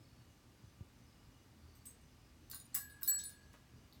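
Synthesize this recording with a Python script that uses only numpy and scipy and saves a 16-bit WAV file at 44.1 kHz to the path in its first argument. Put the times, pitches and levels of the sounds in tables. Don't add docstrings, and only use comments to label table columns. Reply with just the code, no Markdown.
import sys
import numpy as np
from scipy import signal
from scipy.fft import rfft, irfft
from scipy.io import wavfile
from scipy.ndimage import uniform_filter1d

SR = 44100
rng = np.random.default_rng(int(sys.argv[2]) if len(sys.argv) > 2 else 0)


def put_to_file(sound):
    columns = np.atleast_2d(sound).T
    safe = np.clip(columns, -1, 1)
    whole_steps = np.round(safe * 32767)
    wavfile.write(sys.argv[1], SR, whole_steps.astype(np.int16))


def volts_from_decibels(level):
    exponent = np.asarray(level, float) / 20
    return 10 ** exponent


N = 176400

# (frequency [Hz], density [dB per Hz])
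RUMBLE_SPECTRUM = [(12, -41), (20, -14), (42, 0.5), (123, -3), (172, -9), (252, -5.5), (286, -10),
                   (687, -27), (900, -26), (1170, -26.5), (1980, -120)]
HISS_SPECTRUM = [(350, -2.5), (600, -1), (2490, -4.5), (2830, -7), (3410, -7), (4930, -7), (12800, -16),
                 (16500, -17.5), (18000, -29)]
RUMBLE_DB, HISS_DB = -64.5, -71.7
RUMBLE_PATCHY_DB, HISS_PATCHY_DB = 1.5, 0.67
DIP_HZ, DIP_WIDTH_HZ, DIP_DB = 10500, 270, -6.5
# (frequency [Hz], width [Hz], level [dB])
HUM_LINES = [(80.6, 5.1, -72.5), (119.85, 11, -73), (1182, 8.8, -87.5), (313.5, 14, -84.5),
             (250, 26, -80.5)]
# (pitch [Hz], first chirp [s], period [s], length [s], level [dB])
CRICKETS = [(5190, 0.0, 1.056, 0.2, -83), (4490, 0.02, 1.594, 0.25, -81), (4810, 0.52, 0.532, 0.22, -85),
            (6090, 0.27, .349, 0.14, -84.5)]
CHIRP_PULSES_PER_S, CHIRP_WIDTH_HZ = 56, 87
TRILL_HZ, TRILL_WIDTH_HZ, TRILL_DB, TRILL_SWING_DB = 2883, 126, -86.5, 3
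# (time [s], level [dB], pitch [Hz], t60 [s])
BUMPS = [
    (0.637, -51.5, 103, 0.06),
    (0.668, -66, 100, 0.053),
    (0.808, -40, 91, 0.046),
    (3.736, -53, 95, 0.049),
    (3.761, -52, 88, 0.057),
]
BUMP_SAG, BUMP_SAG_S = 2.2, 0.0015
TICK_TIMES_S = [.806, 1.748, 2.744, 2.7496, 3.190, 2.744, 3.528, 3.538, 2.513, 3.926, 3.931, 3.945, 3.878,
                2.545, 3.0312]
# (level [dB], centre [Hz], width [Hz], length [s])
TICK_BANDS = [(-59, 270, 250, 0.018), (-74, 14000, 3000, .04), (-39, 7700, 700, 0.0084),
              (-25.5, 13800, 4600, 0.0018), (-46.5, 5850, 1600, 0.011), (-51, 11300, 1500, 0.0054),
              (-64, 6400, 19000, 0.033), (-57, 880, 3400, 0.02), (-50.5, 4800, 750, 0.008),
              (-51, 4170, 380, 0.0039), (-56, 12800, 4000, 0.0036), (-74, 13800, 2000, 0.034),
              (-67, 15500, 4000, .004), (-42.5, 14900, 740, .008), (-32.5, 15200, 1000, .007)]
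# (frequency [Hz], density [dB per Hz])
CRACK_SPECTRUM = [(700, -38), (1500, -5), (3000, -12.5), (5000, -8.5), (8000, 2.5), (12000, -0.5),
                  (16000, -8), (17800, -7)]
CRACK_T60_S = 0.022
# (frequency [Hz], level [dB], t60 [s])
LONG_TAG = [(3750, -13, .03), (4050, -13, .03), (4818, -9, .04), (6900, -11, .04), (9421, -2, .08),
            (9500, -5, .08), (9290, -6, .03), (12670, -8, .04), (13260, -6, .03), (13910, -9, .04),
            (14920, -10, .04)]
BRIGHT_RING = [(5140, -12, .015), (5700, -21, .02), (10770, -12, .02), (12040, -14, .03), (12840, -11, .06),
               (13280, -1, .012), (13840, -12, .03), (14750, 0, .012), (14900, -5, .02), (15490, -1, .02),
               (16100, -10, .012)]
TAG_PAIR = [(4790, -12, 0.027), (6470, -6.5, .03), (7359, -10, 0.026), (8270, 2, 0.046), (8080, 1.5, 0.035),
            (9960, -17, 0.035), (11220, -5, 0.031), (11900, -5, 0.022), (13430, 0.5, 0.063),
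            (13950, -10, .02), (15100, -6, .06), (16870, -17, 0.03), (8460, 1.5, 0.033)]
# (time [s], long tag [dB], bright ring [dB], crack [dB], rise [s])
CLINKS = [(2.499, -57, -41, -56, 0.0013), (2.513, -57, -44, -45.5, .0004), (2.527, -59, -70, -55, 0.0023),
          (2.545, -47.5, -47, -57, 0.00084), (2.599, -52.5, -63, -57, 0.00087),
          (2.61, -59, -66, -68, 0.0028), (2.652, -57, -75, -80, 0.0035), (2.7494, -51, -28.5, -34.5, .0003),
          (2.7552, -42.5, -49, -41.5, 0.0012), (2.898, -60.5, -68, -75, .001),
          (2.904, -54, -78, -82, 0.0027), (3.012, -76, -54, -76, .001), (3.031, -48, -34, -48, 0.00068),
          (3.057, -54.5, -52, -68, .003), (3.188, -59, -54, -48, .0006), (3.215, -68, -50, -70, .004),
          (3.237, -43, -50, -53, 0.0013), (3.252, -45.5, -64, -65, .003), (3.294, -64, -49, -53.5, 0.0011),
          (3.306, -59, -55, -70, .004)]
CLINK_SPREAD_DB = 4.5
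# (time [s], level [dB])
SWINGS = [
    (1.753, -73),
    (1.768, -72),
    (1.855, -53),
    (1.861, -53),
    (1.866, -53.5),
    (1.869, -56.5),
    (1.883, -65),
    (1.893, -70),
    (1.908, -73),
    (2.012, -76),
]
SWING_RISE_S, SWING_CRACK_DB = 0.00075, -5
# (frequency [Hz], level [dB], t60 [s])
PLUNGER_MODES = [(3650, -0.5, .02), (3900, -3, 0.015), (4150, 2, 0.015), (5000, -7, 0.011),
                 (5180, -3, 0.023), (5880, -5.5, 0.013), (6300, -4, 0.017)]
# (time [s], length [s], level [dB], tilt [dB per octave])
RATTLES = [
    (2.511, 0.065, -59, 0),
    (2.743, 0.079, -58, 3),
    (3.029, 0.044, -54.5, -4),
    (3.092, 0.055, -60, -3),
    (3.190, 0.026, -53.5, -7),
    (3.296, .05, -65, -5),
    (1.857, .03, -75, 8),
]
RATTLE_PER_S, RATTLE_SPREAD_DB, RATTLE_FADE_DB = 460, 4, -12
DOME_HZ = [1635, 1679, 3808, 4311, 4322, 7865, 7855.5, 9952, 12186, 12125, 17197, 17090, 7774]
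# (t60 [s], clawed [dB], clapper [dB], blooming share [below 0: extra that fades early], lost at
# bounce [dB])
DOME_MODES = [(1.36, -29.5, -30.5, -1.2, -0.6), (1.45, -26.5, -26, -1.2, -1.3), (0.25, -53, -18, 0.77, -5),
              (0.78, -37, -16, -0.5, -0.5), (0.76, -39, -27, 0.7, -0.6), (0.34, -14, 7.5, 0.83, 0.2),
              (0.68, -31, -15.5, 1, 0), (0.19, -34, -8, 0.25, -9), (0.31, -9.5, 2.5, 0.16, -13.5),
              (0.25, -24, -26, 0.2, -3), (0.22, -16, -9, 0.63, 0), (.15, -38, -11, .2, -3),
              (0.093, -14, -11, -0.29, -4)]
# (time [s], level [dB], lowest tone free after [s], paw lands again after [s], level change then
# [dB])
CLAWED = [
    (2.745, -29, 0.032, .285, -11),
    (3.021, -46.5, .002, 0.061, 4),
]
# (time [s], level [dB], lowest tone free after [s])
CLAPPER = [
    (3.076, -30, 0.0015),
]
# (time [s], frequency [Hz], level [dB], t60 [s])
GRAZES = [
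    (2.733, 4311, -62, .06),
    (2.736, 7865, -56, .05),
]
BLOOM_S, BOUNCE_S, TOUCH_S = 0.035, 0.04, 0.0022
BRUSH_S, BRUSH_DB = 3.292, -7
# (frequency [Hz], level [dB], t60 [s])
BASE_MODES = [(802, -9.5, 0.068), (1126, 2, 0.04), (1910, -1.5, 0.025), (2813, -0.5, 0.022),
              (2280, -7, 0.041)]
RIM_MODES = [(1550, 5, .025), (1346, -5.5, 0.042)]
# (time [s], base [dB], rim [dB])
KNOCKS = [
    (2.531, -56, -51.5),
    (2.76, -48.5, -66),
    (3.02, -58, -51),
    (3.080, -58.5, -65),
    (3.116, -57, -53),
]
# (frequency [Hz], t60 [s])
ROOM_T60 = [(500, 0.17), (2000, 0.22), (6000, 0.24), (12000, 0.22), (17000, 0.15)]
# (frequency [Hz], level [dB])
WALLS = [(1000, 1), (6000, 0), (11000, -3.5), (17000, -1.5)]
ROOM_DB, DOME_ROOM_DB, FIRST_ECHO_S = -1.6, -13, 0.005
LOW_EDGE_HZ, HIGH_EDGE_HZ = 42, 17850


def evened(x):
    return x / np.sqrt(np.mean(x ** 2) + 1e-20)


def read(points, hz):
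    f, value = np.transpose(points)
    return np.interp(np.log(hz + 1), np.log(f + 1), value)


def add(mix, s, sound):
    part = mix[round(s * SR):][:len(sound)]
    part += sound[:len(part)]


def band(length_s, hz, width_hz):
    n = round(length_s * SR) + 2000
    f = np.fft.rfftfreq(n, 1 / SR)
    resonance = 1 / (1 + (2 * (f - hz) / width_hz) ** 2)
    noise = irfft(rfft(rng.standard_normal(n)) * resonance, n)
    return evened(noise)[:n - 2000]


def ring(modes, spread_db, free_s=0, bloom=0, rise_s=0, touch_s=9, touch_db=0, brush_s=9):
    hz, db, t60 = np.transpose(modes)[:, :, None]
    t = np.arange(round(min(t60.max(), 1.2) * SR)) / SR
    rise_time = free_s * (hz.min() / hz) ** 2 + rise_s + 0.0001
    rise = (1 - np.exp(-t / rise_time)) * (1 - bloom * np.exp(-t / BLOOM_S))
    hz = hz * (1 + 0.0003 * spread_db * rng.standard_normal(hz.shape))
    db = db + spread_db * rng.standard_normal(hz.shape)
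    db = db + touch_db * np.clip((t - touch_s) / TOUCH_S, 0, 1)
    db = db + BRUSH_DB * np.clip(hz / 2000 - 1, 0, 1) * np.clip((t - brush_s) / TOUCH_S, 0, 1)
    return (volts_from_decibels(db - 60 * t / t60) * rise * np.sin(2 * np.pi * hz * t)).sum(0)


def crack():
    n = 4096
    shape = volts_from_decibels(read(CRACK_SPECTRUM, np.fft.rfftfreq(n, 1 / SR)))
    burst = irfft(rfft(rng.standard_normal(n)) * shape, n)
    return evened(burst) * volts_from_decibels(-60 * np.arange(n) / SR / CRACK_T60_S)


def wash(spectrum, db, patchy_db):
    frames, hz = N // 512 + 6, np.fft.rfftfreq(2048, 1 / SR)
    real, imag, patches = rng.standard_normal((frames, 1025, 3)).T
    patches = uniform_filter1d(patches, size=6, axis=0)
    patches = evened(uniform_filter1d(patches, size=5, axis=1))
    inside = (hz >= spectrum[0][0]) & (hz <= spectrum[-1][0])
    dip = DIP_DB * np.exp(-((hz - DIP_HZ) / DIP_WIDTH_HZ) ** 2)
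    level = (read(spectrum, hz) + dip)[:, None] + patchy_db * patches
    z = (real + 1j * imag) * volts_from_decibels(level) * inside[:, None]
    return volts_from_decibels(db) * evened(signal.istft(z, nperseg=2048, noverlap=1536)[1][:N])


def hum():
    return sum(volts_from_decibels(db) * band(N / SR, hz, width)[:N] for hz, width, db in HUM_LINES)


def crickets():
    t = np.arange(N) / SR
    throb = volts_from_decibels(TRILL_DB + TRILL_SWING_DB * band(N / SR, 0, 16.0))
    out = throb * band(N / SR, TRILL_HZ, TRILL_WIDTH_HZ)
    pulses = 1 + 0.31 * np.sin(2 * np.pi * CHIRP_PULSES_PER_S * t)
    for hz, first, period, length, db in CRICKETS:
        phase = np.clip((t - first) % period / length, 0, 1)
        gate = np.sin(np.pi * phase) ** 0.11 * (t >= first)
        out += volts_from_decibels(db) * band(N / SR, hz, CHIRP_WIDTH_HZ) * pulses * gate
    return out


def bumps():
    out, t = np.zeros(N), np.arange(6000) / SR
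    for s, db, hz, t60 in BUMPS:
        turns = hz * (t + BUMP_SAG * BUMP_SAG_S * (1 - np.exp(-t / BUMP_SAG_S)))
        envelope = volts_from_decibels(db - 60 * (t / t60) ** 1.7) * (1 - np.exp(-t / 0.0005))
        add(out, s, -envelope * np.sin(2 * np.pi * turns))
    return out


def paws():
    out = np.zeros(N)
    for s, (db, hz, width, length) in zip(TICK_TIMES_S, TICK_BANDS):
        x = band(0.077, hz, width)
        t = np.arange(len(x)) / SR / length
        add(out, s, volts_from_decibels(db) * x * np.minimum(t * 8, 1) * volts_from_decibels(-25 * t))
    return out


def tags():
    out = np.zeros(N)
    for s, tag_db, ring_db, crack_db, rise in CLINKS:
        add(out, s, volts_from_decibels(tag_db) * ring(LONG_TAG, CLINK_SPREAD_DB, rise_s=rise))
        add(out, s, volts_from_decibels(ring_db) * ring(BRIGHT_RING, CLINK_SPREAD_DB, rise_s=rise))
        add(out, s, volts_from_decibels(crack_db) * crack())
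    for s, db in SWINGS:
        add(out, s, volts_from_decibels(db) * ring(TAG_PAIR, CLINK_SPREAD_DB, rise_s=SWING_RISE_S))
        add(out, s, volts_from_decibels(db + SWING_CRACK_DB) * crack())
    return out


def plunger():
    out = np.zeros(N)
    for s, length, db, tilt_db in RATTLES:
        draw, size = rng.random((2, len(PLUNGER_MODES), 4096))
        u = np.arange(4096) / SR / length
        tap_db = RATTLE_FADE_DB * u - RATTLE_SPREAD_DB * np.log(size + 0.0092)
        taps = (draw < RATTLE_PER_S / SR) * volts_from_decibels(tap_db) * (u < 1)
        for mode, train in zip(PLUNGER_MODES, taps):
            gain = volts_from_decibels(db - 10 + tilt_db * np.log2(mode[0] / 4500))
            add(out, s, gain * signal.fftconvolve(train, ring([mode], 3.4)))
    return out


def bell_dome():
    out = np.zeros(N)
    t60, claw_db, clapper_db, bloom, lost_db = np.transpose(DOME_MODES)
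    clawed_modes = np.c_[DOME_HZ, claw_db, t60]
    struck_modes = np.c_[DOME_HZ, clapper_db, t60]
    bloom = np.minimum(bloom, 1)[:, None]
    for s, hz, db, short_t60 in GRAZES:
        add(out, s, ring([(hz, db, short_t60)], 0, rise_s=0.0012))
    for s, db, free, again, damp_db in CLAWED:
        add(out, s, volts_from_decibels(db) * ring(clawed_modes, 0, free, touch_s=again, touch_db=damp_db))
    for s, db, free in CLAPPER:
        strike = ring(struck_modes, 0, free, bloom, 0.0013, BOUNCE_S, lost_db[:, None], BRUSH_S - s)
        add(out, s, volts_from_decibels(db) * strike)
    return out


def bell_knocks():
    out = np.zeros(N)
    for s, db, *_ in CLAWED:
        add(out, s, volts_from_decibels(db - 10.5) * crack())
    for s, db, _ in CLAPPER:
        add(out, s, volts_from_decibels(db - 8.5) * crack())
    for s, db, rim_db in KNOCKS:
        add(out, s, volts_from_decibels(db) * ring(BASE_MODES, 1.7, 0.0044))
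        add(out, s, volts_from_decibels(rim_db) * ring(RIM_MODES, 1.15, 0.003))
    return out


def room(x):
    taps, starts = np.zeros(SR // 2), np.arange(0, SR // 2 - 8, 8)
    taps[starts + rng.integers(0, 8, len(starts))] = rng.choice([-1., 1.], len(starts))
    hz, t, z = signal.stft(taps, SR, nperseg=128)
    level = read(WALLS, hz)[:, None] - 60 * t / read(ROOM_T60, hz)[:, None]
    tail = signal.istft(z * volts_from_decibels(level), SR, nperseg=128)[1]
    tail = np.concatenate([np.zeros(round(FIRST_ECHO_S * SR)), tail / np.linalg.norm(tail)])
    return signal.fftconvolve(x, tail)[:N]


def scene():
    rumble = wash(RUMBLE_SPECTRUM, RUMBLE_DB, RUMBLE_PATCHY_DB)
    hiss = wash(HISS_SPECTRUM, HISS_DB, HISS_PATCHY_DB)
    background = rumble + hiss + hum() + crickets()
    near = paws() + tags() + plunger() + bell_knocks()
    dome = bell_dome()
    wet = room(volts_from_decibels(ROOM_DB) * near + volts_from_decibels(DOME_ROOM_DB) * dome)
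    return (dome + near + wet + background + bumps())[None]


def low_pass(x):
    return signal.sosfilt(signal.butter(12, 18680, fs=SR, output="sos"), x)


def record(dry):
    low = signal.butter(4, LOW_EDGE_HZ, "high", fs=SR, output="sos")
    high = signal.cheby2(10, 35, HIGH_EDGE_HZ, fs=SR, output="sos")
    mix = signal.sosfilt(np.vstack([low, high]), dry)
    return low_pass(mix)


dry = scene()
out = record(dry)
put_to_file(out)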